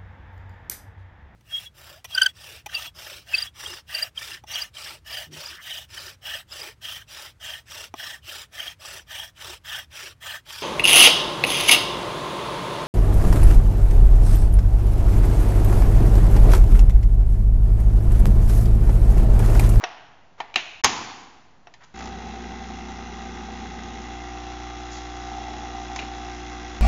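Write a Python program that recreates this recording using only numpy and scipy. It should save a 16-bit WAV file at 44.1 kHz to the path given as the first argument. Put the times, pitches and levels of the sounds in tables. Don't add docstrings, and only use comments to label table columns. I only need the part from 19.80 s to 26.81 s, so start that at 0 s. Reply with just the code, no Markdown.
import sys
import numpy as np
from scipy import signal
from scipy.fft import rfft, irfft
from scipy.io import wavfile
from scipy.ndimage import uniform_filter1d

SR = 44100
rng = np.random.default_rng(int(sys.argv[2]) if len(sys.argv) > 2 else 0)


def store_wav(level_fs):
    pcm = np.round(np.clip(np.atleast_2d(level_fs), -1, 1) * 32767)
    wavfile.write(sys.argv[1], SR, pcm.T.astype(np.int16))


N = 309141
T = np.arange(N) / SR
MAINS_HZ = 60
PUMP_ON_S, PRIMED_S = 2.139, 2.3
LOADED_S, LOADING_S = 4.44, 0.38
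PRESSURE_BUILD_S = 3.5


def gain_of(db):
    return 10 ** (np.asarray(db) / 20)


def unit_rms(x):
    return x / np.sqrt(np.mean(x ** 2) + 1e-20)


def levelled(x, size=SR // 4):
    power = uniform_filter1d(uniform_filter1d(x ** 2, size), size // 2)
    return x / np.sqrt(abs(power) + 1e-20)


def at_hz(points, hz):
    f, value = np.transpose(points)
    return np.interp(np.log(hz + 1), np.log(f + 1), value)


def follow(rows, t):
    s, *columns = np.transpose(rows)
    return [np.interp(t, s, c) for c in columns]


def add(mix, s, sound):
    part = mix[max(round(s * SR), 0):][:len(sound)]
    part += sound[:len(part)]


def colour(x, db_at, size=4096):
    log_gain = np.log(gain_of(db_at(abs(np.fft.fftfreq(size, 1 / SR)))) + 1e-5)
    taps = np.fft.ifft(np.exp(np.conj(signal.hilbert(log_gain)))).real
    return signal.oaconvolve(x, taps[:size // 2])[:len(x)]


def shaped(x, spectrum):
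    return unit_rms(colour(x, lambda hz: at_hz(spectrum, hz)))


def ring(modes, swell_s):
    t = T[:SR // 4]
    decay = sum(gain_of(db - 60 * t / max(t60, .005)) * np.sin(2 * np.pi * hz * t)
                for hz, db, t60 in modes)
    return decay * (1 - np.exp(-t / (swell_s + 1e-5)))


def crackle(t60, size=8192):
    fade = gain_of(-60 * T[:size] / max(t60, .002))
    spectrum = rfft(rng.standard_normal(size) * fade)
    burst = irfft(spectrum / (abs(spectrum) + 1e-12))[:size // 2]
    return burst / np.linalg.norm(burst)


# (frequency [Hz], density [dB])
ROOM_SPECTRUM = [(20, 1), (60, -1.5), (110, 1), (160, -0.5), (450, -7.5), (900, -5.5), (2000, -15),
                 (7000, -25.5)]
def room_tone():
    return gain_of(-59) * shaped(rng.standard_normal(N), ROOM_SPECTRUM)


# (frequency [Hz], t60 [s])
KITCHEN_DECAY = [(80, 0.65), (250, 1.2), (800, 1.2), (2000, 1.1), (4000, 1.01), (7000, 0.9)]
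def kitchen(x, build_s=0.0047):
    taps = rng.choice([-1., 1.], SR * 3 // 2) * (rng.random(SR * 3 // 2) < 1 / 10)
    hz, t, bands = signal.stft(taps, SR, nperseg=256)
    decay = gain_of(-60 * t / at_hz(KITCHEN_DECAY, hz)[:, None])
    tail = signal.istft(bands * decay, SR, nperseg=256)[1]
    tail *= 1 - np.exp(-T[:len(tail)] / build_s)
    return signal.fftconvolve(x, tail / np.linalg.norm(tail))[:N]


# (time [s], length [s], level [dB], centre [Hz], width [octaves])
RUBS = [(0, 0.049, -40.5, 1005, 0.55), (0.573, 0.056, -49.5, 898, 0.87), (2, 0.054, -52, 1260, 0.66),
        (2.033, 0.021, -53, 3980, 1.1), (5.097, 0.11, -44.5, 6000, 0.58)]
def rubs(room_db=-5):
    out = np.zeros(N)
    for s, length, db, centre_hz, octaves in RUBS:
        count = int(length * SR)
        grains = rng.standard_normal(count) * (rng.random(count) < 1 / 10)
        rub = colour(grains, lambda hz: -10 * np.log10(1 + (np.log2((hz + 1) / centre_hz) / octaves)**4))
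        add(out, s, gain_of(db) * unit_rms(rub) * signal.windows.tukey(count, .5))
    return out + gain_of(room_db) * kitchen(out)


def knocks(blows, modes, crack, ring_db, early_db, room_db, tick_db=-12, boom_db=0, boom_hz=200):
    out = np.zeros(N)
    tone = ring(modes, swell_s=.0005)
    tone = colour(tone, lambda hz: -10 * np.log10(1 + (220 / (hz + 1)) ** 4))
    tone *= gain_of(ring_db) / np.linalg.norm(tone)
    click = colour(signal.unit_impulse(len(tone)), lambda hz: at_hz(crack, hz))
    click /= np.linalg.norm(click)
    boomy = colour(click, lambda hz: boom_db / (1 + np.log2((hz + 1) / boom_hz) ** 4))
    for s, db, tilt, t60 in blows:
        blow = gain_of(room_db) * kitchen(boomy)
        add(blow, 0, gain_of(tick_db) * click + tone)
        add(blow, 0, signal.fftconvolve(click, crackle(t60)))
        add(blow, 0, gain_of(early_db) * signal.fftconvolve(click, crackle(t60=0.18, size=16384)))
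        force = gain_of(db) * np.sqrt(SR * t60 / np.log(1e6))
        add(out, s, force * colour(blow, lambda hz: tilt * np.log2(np.clip(hz, 200, 7000) / 2000)))
    return out


# (time [s], level [dB], tilt [dB/octave], crack t60 [s])
LEVER_HITS = [(.0325, -36, -5.5, 0.019), (.039, -16, 2, 0.033), (1.871, -40.5, 0, 0.043)]
# (frequency [Hz], level [dB], t60 [s])
LEVER_RING = [(484, -17, 0.15), (766, -3.5, 0.1), (1126, -17, 0.18), (1470, -19, 0.12), (1850, -2, 0.051),
              (2620, -5, 0.056), (3840, -8, 0.038), (5610, -2, 0.028)]
# (frequency [Hz], density [dB])
LEVER_SPECTRUM = [(60, -47), (130, -30), (230, -17.5), (440, -9), (550, -17.5), (700, 3.5), (790, -0.5),
                  (1100, -10), (1850, -9), (2300, -15), (2750, -11.5), (4650, -26), (5700, -24),
                  (7000, -39), (9000, -68)]
def lever():
    return knocks(LEVER_HITS, LEVER_RING, LEVER_SPECTRUM, ring_db=-4.5, early_db=-11, room_db=-7)


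# (time [s], level [dB], tilt [dB/octave], crack t60 [s])
HOLDER_HITS = [(.6025, -24, -2, .05), (.699, -47, -2, 0.025), (1.939, -42.5, 5.5, 0.04)]
# (frequency [Hz], level [dB], t60 [s])
HOLDER_RING = [(759, -7.5, 0.0587), (950, -9, 0.044), (1810, -6.5, 0.061), (3120, -10.5, 0.045),
               (3930, -19.5, 0.06), (4800, -22.5, 0.074), (6520, -17.5, 0.025)]
# (frequency [Hz], density [dB])
HOLDER_SPECTRUM = [(59, -67), (100, -34), (243, -18.5), (312, -20.5), (407, -15), (602, -31), (658, -6.5),
                   (890, 0), (1410, -15), (2050, -7), (7000, -28.5), (9100, -67), (15400, -120)]
def holder():
    return knocks(HOLDER_HITS, HOLDER_RING, HOLDER_SPECTRUM, ring_db=-3.5, early_db=-14.5, room_db=-9.5)


# (time [s], level [dB], tilt [dB/octave], crack t60 [s])
CATCH_HITS = [(.7412, -31.5, 0, 0.033), (.7585, -13.5, 0, 0.042), (.7595, -4, 1.4, 0.0033),
              (6.1905, -29, -0.5, 0.07), (6.207, -45, -4, 0.07), (6.224, -33, -5.5, 0.041)]
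# (frequency [Hz], level [dB], t60 [s])
CATCH_RING = [(673, -32.5, 0.056), (1770, -11, 0.091), (2400, 4, 0.096), (2470, -0.5, .025),
              (2850, -2, 0.043), (3860, 3, .03), (5650, -41, 0.035), (6570, -19, 0.051)]
# (frequency [Hz], density [dB])
CATCH_SPECTRUM = [(60, -43), (150, -17.5), (400, -10), (520, -17), (690, -1.5), (950, -7.5), (1200, -9),
                  (2000, -5.5), (2750, 2.5), (3300, -8), (3900, -6.5), (4800, -16.5), (6700, -16),
                  (9000, -46)]
def catch():
    return knocks(CATCH_HITS, CATCH_RING, CATCH_SPECTRUM,
                  ring_db=-7.5, early_db=-5.5, room_db=-10, tick_db=-10)


# (time [s], level [dB], tilt [dB/octave], crack t60 [s])
LID_HITS = [(1.039, -19.5, 0.29, 0.16), (1.0447, -4, 0.92, 0.017), (1.048, -10.5, -0.59, 0.067),
            (1.053, -21, -0.51, 0.055), (6.1605, -26.5, 0.039, 0.039)]
# (frequency [Hz], level [dB], t60 [s])
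LID_RING = [(250, -10.5, 0.0382), (460, -11, 0.026), (715, -5, .04), (940, -5.5, 0.016), (1093, -3, 0.038),
            (1920, -4.5, 0.075), (2240, 4.5, 0.025), (3136, -6, 0.033), (3663, -6.5, 0.029),
            (4790, -12, 0.02), (5330, 2, 0.034), (6393, 5, 0.03), (7210, -10, 0.045)]
# (frequency [Hz], density [dB])
LID_SPECTRUM = [(30, -19), (60, -13), (105, -1), (165, -11), (265, 0), (350, -5.5), (480, -6.5), (600, -12),
                (740, 2), (1020, 3), (1400, -4.5), (2200, -4), (3900, -7.5), (6700, -8), (7600, -13.5)]
def lid():
    return knocks(LID_HITS, LID_RING, LID_SPECTRUM,
                  ring_db=-4, early_db=-7.5, room_db=-6.5, boom_db=4.5, boom_hz=185)


# (time [s], impact lag [mains cycles], looseness [0-1])
PISTON_MOTION = [(2.13, 0.44, 0.77), (2.29, .39, 0.92), (2.35, .17, 1), (3.35, .14, 0.79),
                 (3.75, 0.13, .95), (4.22, 0.075, .82), (4.4, 0.09, .4), (5.35, 0, 0.29), (5.7, -0.04, 0.7),
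                 (6.3, -0.083, 0.4), (7.01, -.21, .6)]
def strokes(mean, limp, scatter, jitter, delay=0, drift=0.635):
    cycle = np.arange(int(N / SR * MAINS_HZ))
    lag, loose = follow(PISTON_MOTION, cycle / MAINS_HZ)
    kick, slip, wander = rng.standard_normal((len(cycle), 3)).T
    turn = np.cos(np.pi * cycle + np.cumsum(drift * loose * wander))
    force = mean + limp * turn + scatter * np.sqrt(loose) * np.tanh(kick)
    hit_s = (cycle + lag + delay + jitter * loose * slip) / MAINS_HZ
    out = np.zeros(N)
    out[np.clip(np.round(hit_s * SR).astype(int), 0, N - 1)] = force
    return out


# (harmonic [x mains], level [dB])
LOOSE_HARMONICS = [(1, -0.5), (2, -17.5), (3, -9.5), (4, -7), (5, -13.5), (6, -9.5), (7, -17.5), (8, -20.5),
                   (10, -35), (11, -21.5), (13, -4.5), (14, -16), (15, -19), (18, -23.5), (20, -22),
                   (21, -16.5)]
LOADED_HARMONICS = [(1, 0.5), (2, -12.5), (3, -22.5), (4, -13.5), (5, -5.5), (6, -6.5), (7, -26),
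                    (8, -18.5), (11, -18), (12, -7.5), (13, -2), (14, -13.5), (15, -19.5), (17, -21.5),
                    (18, -20.5), (19, -21), (20, -22), (21, -22)]
def hum(shell_db, shell_hz=760, shell_width_hz=130):
    loaded = np.clip((T - LOADED_S) / LOADING_S + 1, 0, 1)
    loose_db, loaded_db = dict(LOOSE_HARMONICS), dict(LOADED_HARMONICS)
    swell = gain_of(shell_db)
    tone = np.zeros(N)
    for k in sorted({*loose_db, *loaded_db}):
        level = (1 - loaded) * gain_of(loose_db.get(k, -30)) + loaded * gain_of(loaded_db.get(k, -30))
        near = 1 / (1 + ((k * MAINS_HZ - shell_hz) / shell_width_hz) ** 4)
        tone += level * (1 + near * (swell - 1)) * np.sin(2 * np.pi * (k * MAINS_HZ * T + rng.random()))
    return tone


def resonate(drive, modes, swell_s, room_db):
    body = signal.oaconvolve(drive, ring(modes, swell_s))[:N]
    return levelled(body + gain_of(room_db) * kitchen(body), size=SR // 8)


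# (frequency [Hz], level [dB], t60 [s])
MOUNT_MODES = [(92, -14, .1), (219.2, 0.5, 0.063), (270.5, -13.5, 0.14), (371.5, -2.5, 0.052),
               (478, -13.5, 0.068)]
def mount_shake():
    drive = strokes(mean=0, limp=0.55, scatter=0.94, jitter=0.017)
    return resonate(drive, MOUNT_MODES, swell_s=0.0041, room_db=-0.5)


# (frequency [Hz], level [dB], t60 [s])
SHELL_MODES = [(746, -8.5, 0.034), (785.6, -4, 0.041), (833, -9, 0.043)]
def shell_rattle():
    drive = strokes(mean=0.11, limp=0.5, scatter=0.9, jitter=0.015)
    return resonate(drive, SHELL_MODES, swell_s=0.005, room_db=-1)


def chatter(drive, spectrum, t60, noise_db, room_db):
    clack = signal.oaconvolve(drive, crackle(t60))[:N]
    envelope = signal.oaconvolve(abs(drive), gain_of(-60 * T[:SR // 20] / t60))[:N]
    spurt = envelope * rng.standard_normal(N)
    direct = unit_rms(clack) + gain_of(noise_db) * unit_rms(spurt)
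    return levelled(shaped(direct + gain_of(room_db) * kitchen(direct), spectrum))


# (frequency [Hz], density [dB])
CLATTER_SPECTRUM = [(60, -11), (150, 2), (420, -4), (580, -12), (950, -2.5), (1100, 1), (1250, -1),
                    (1550, 1.5), (1750, -4.5), (2030, 4.5), (2300, -6.5), (2750, -1), (3100, -9.5),
                    (3400, -8.5), (3950, -4.5), (4500, -13.5), (7500, -33)]
def piston_clatter(forward, back):
    return chatter(forward + back, CLATTER_SPECTRUM, t60=.025, noise_db=-3, room_db=-1.5)


# (frequency [Hz], density [dB])
FIZZ_SPECTRUM = [(500, -31), (3050, -4.5), (3370, 8.5), (3650, -7), (4050, -10), (4550, -10), (5000, 2),
                 (5300, -0.5), (5700, 2.5), (6300, 1.5), (6550, -1), (7100, -3.5), (8500, -31.5)]
def water_fizz(forward, back):
    return chatter(forward + .22 * back, FIZZ_SPECTRUM, t60=.024, noise_db=-2, room_db=0)


def dry_hammer(forward):
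    spectrum = [(300, -5), (1800, -6.5), (6700, -16), (8500, -14)]  # (frequency [Hz], density [dB])
    return chatter(forward, spectrum, t60=0.021, noise_db=0, room_db=-9)


# (time [s], level [dB])
SHELL_SWELL = [(2.35, -40), (2.58, -41), (3.79, -41), (5.42, -40), (5.57, -37), (6.21, -38.5), (7.0, -43)]
def pump(rise_s=0.0037, spin_up_s=0.095, usual_shell_db=-40.5):
    tight = 1 - follow(PISTON_MOTION, T)[1]
    shell_db = follow(SHELL_SWELL, T)[0] - usual_shell_db
    running_s = T - PUMP_ON_S
    travel = np.clip(0.33 + running_s / spin_up_s, 0, 1)
    pressure = np.clip(running_s / PRESSURE_BUILD_S, 0, 1)
    unprimed = travel ** 2 * np.clip((PRIMED_S - T) / 0.024, 0, 1)
    shake = gain_of(-41 - 17 * tight) * mount_shake()
    rattle = gain_of(-43 + 1.5 * shell_db - 8 * tight) * shell_rattle()
    forward = strokes(mean=0.7, limp=0.074, scatter=0.18, jitter=.008)
    back = strokes(mean=1.0, limp=0.093, scatter=0.31, jitter=0.01, delay=.31)
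    clatter = gain_of(-45 + 1.53 * pressure) * piston_clatter(forward, back)
    fizz = gain_of(-52 + 3.5 * pressure + 2.5 * unprimed) * water_fizz(forward, back)
    hammer = gain_of(-41) * unprimed * dry_hammer(forward)
    body = travel * (gain_of(-38) * hum(shell_db) + rattle)
    impacts = np.sqrt(travel) * (shake + clatter + fizz)
    return (body + impacts + hammer) * np.clip(running_s / rise_s, 0, 1)


def scene():
    handling = lever() + holder() + catch() + lid()
    return (handling + room_tone() + rubs() + pump())[None]


def low_pass(x, edge_hz):
    return signal.oaconvolve(x, signal.firwin(801, edge_hz, window=("kaiser", 8), fs=SR)[None], "same")


def record(dry, ceiling=0.66, offset=0.002):
    narrow = low_pass(dry, 7270)
    dropout = np.interp(T, [1.008, 1.018, 1.036, 1.038], [1, 0, 0, 1])
    clipped = np.clip((narrow + offset) * dropout, -ceiling, ceiling)
    edge_fades = signal.windows.tukey(N, .0006)
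    return low_pass(clipped * edge_fades, 16000)


dry = scene()
out = record(dry)
store_wav(out)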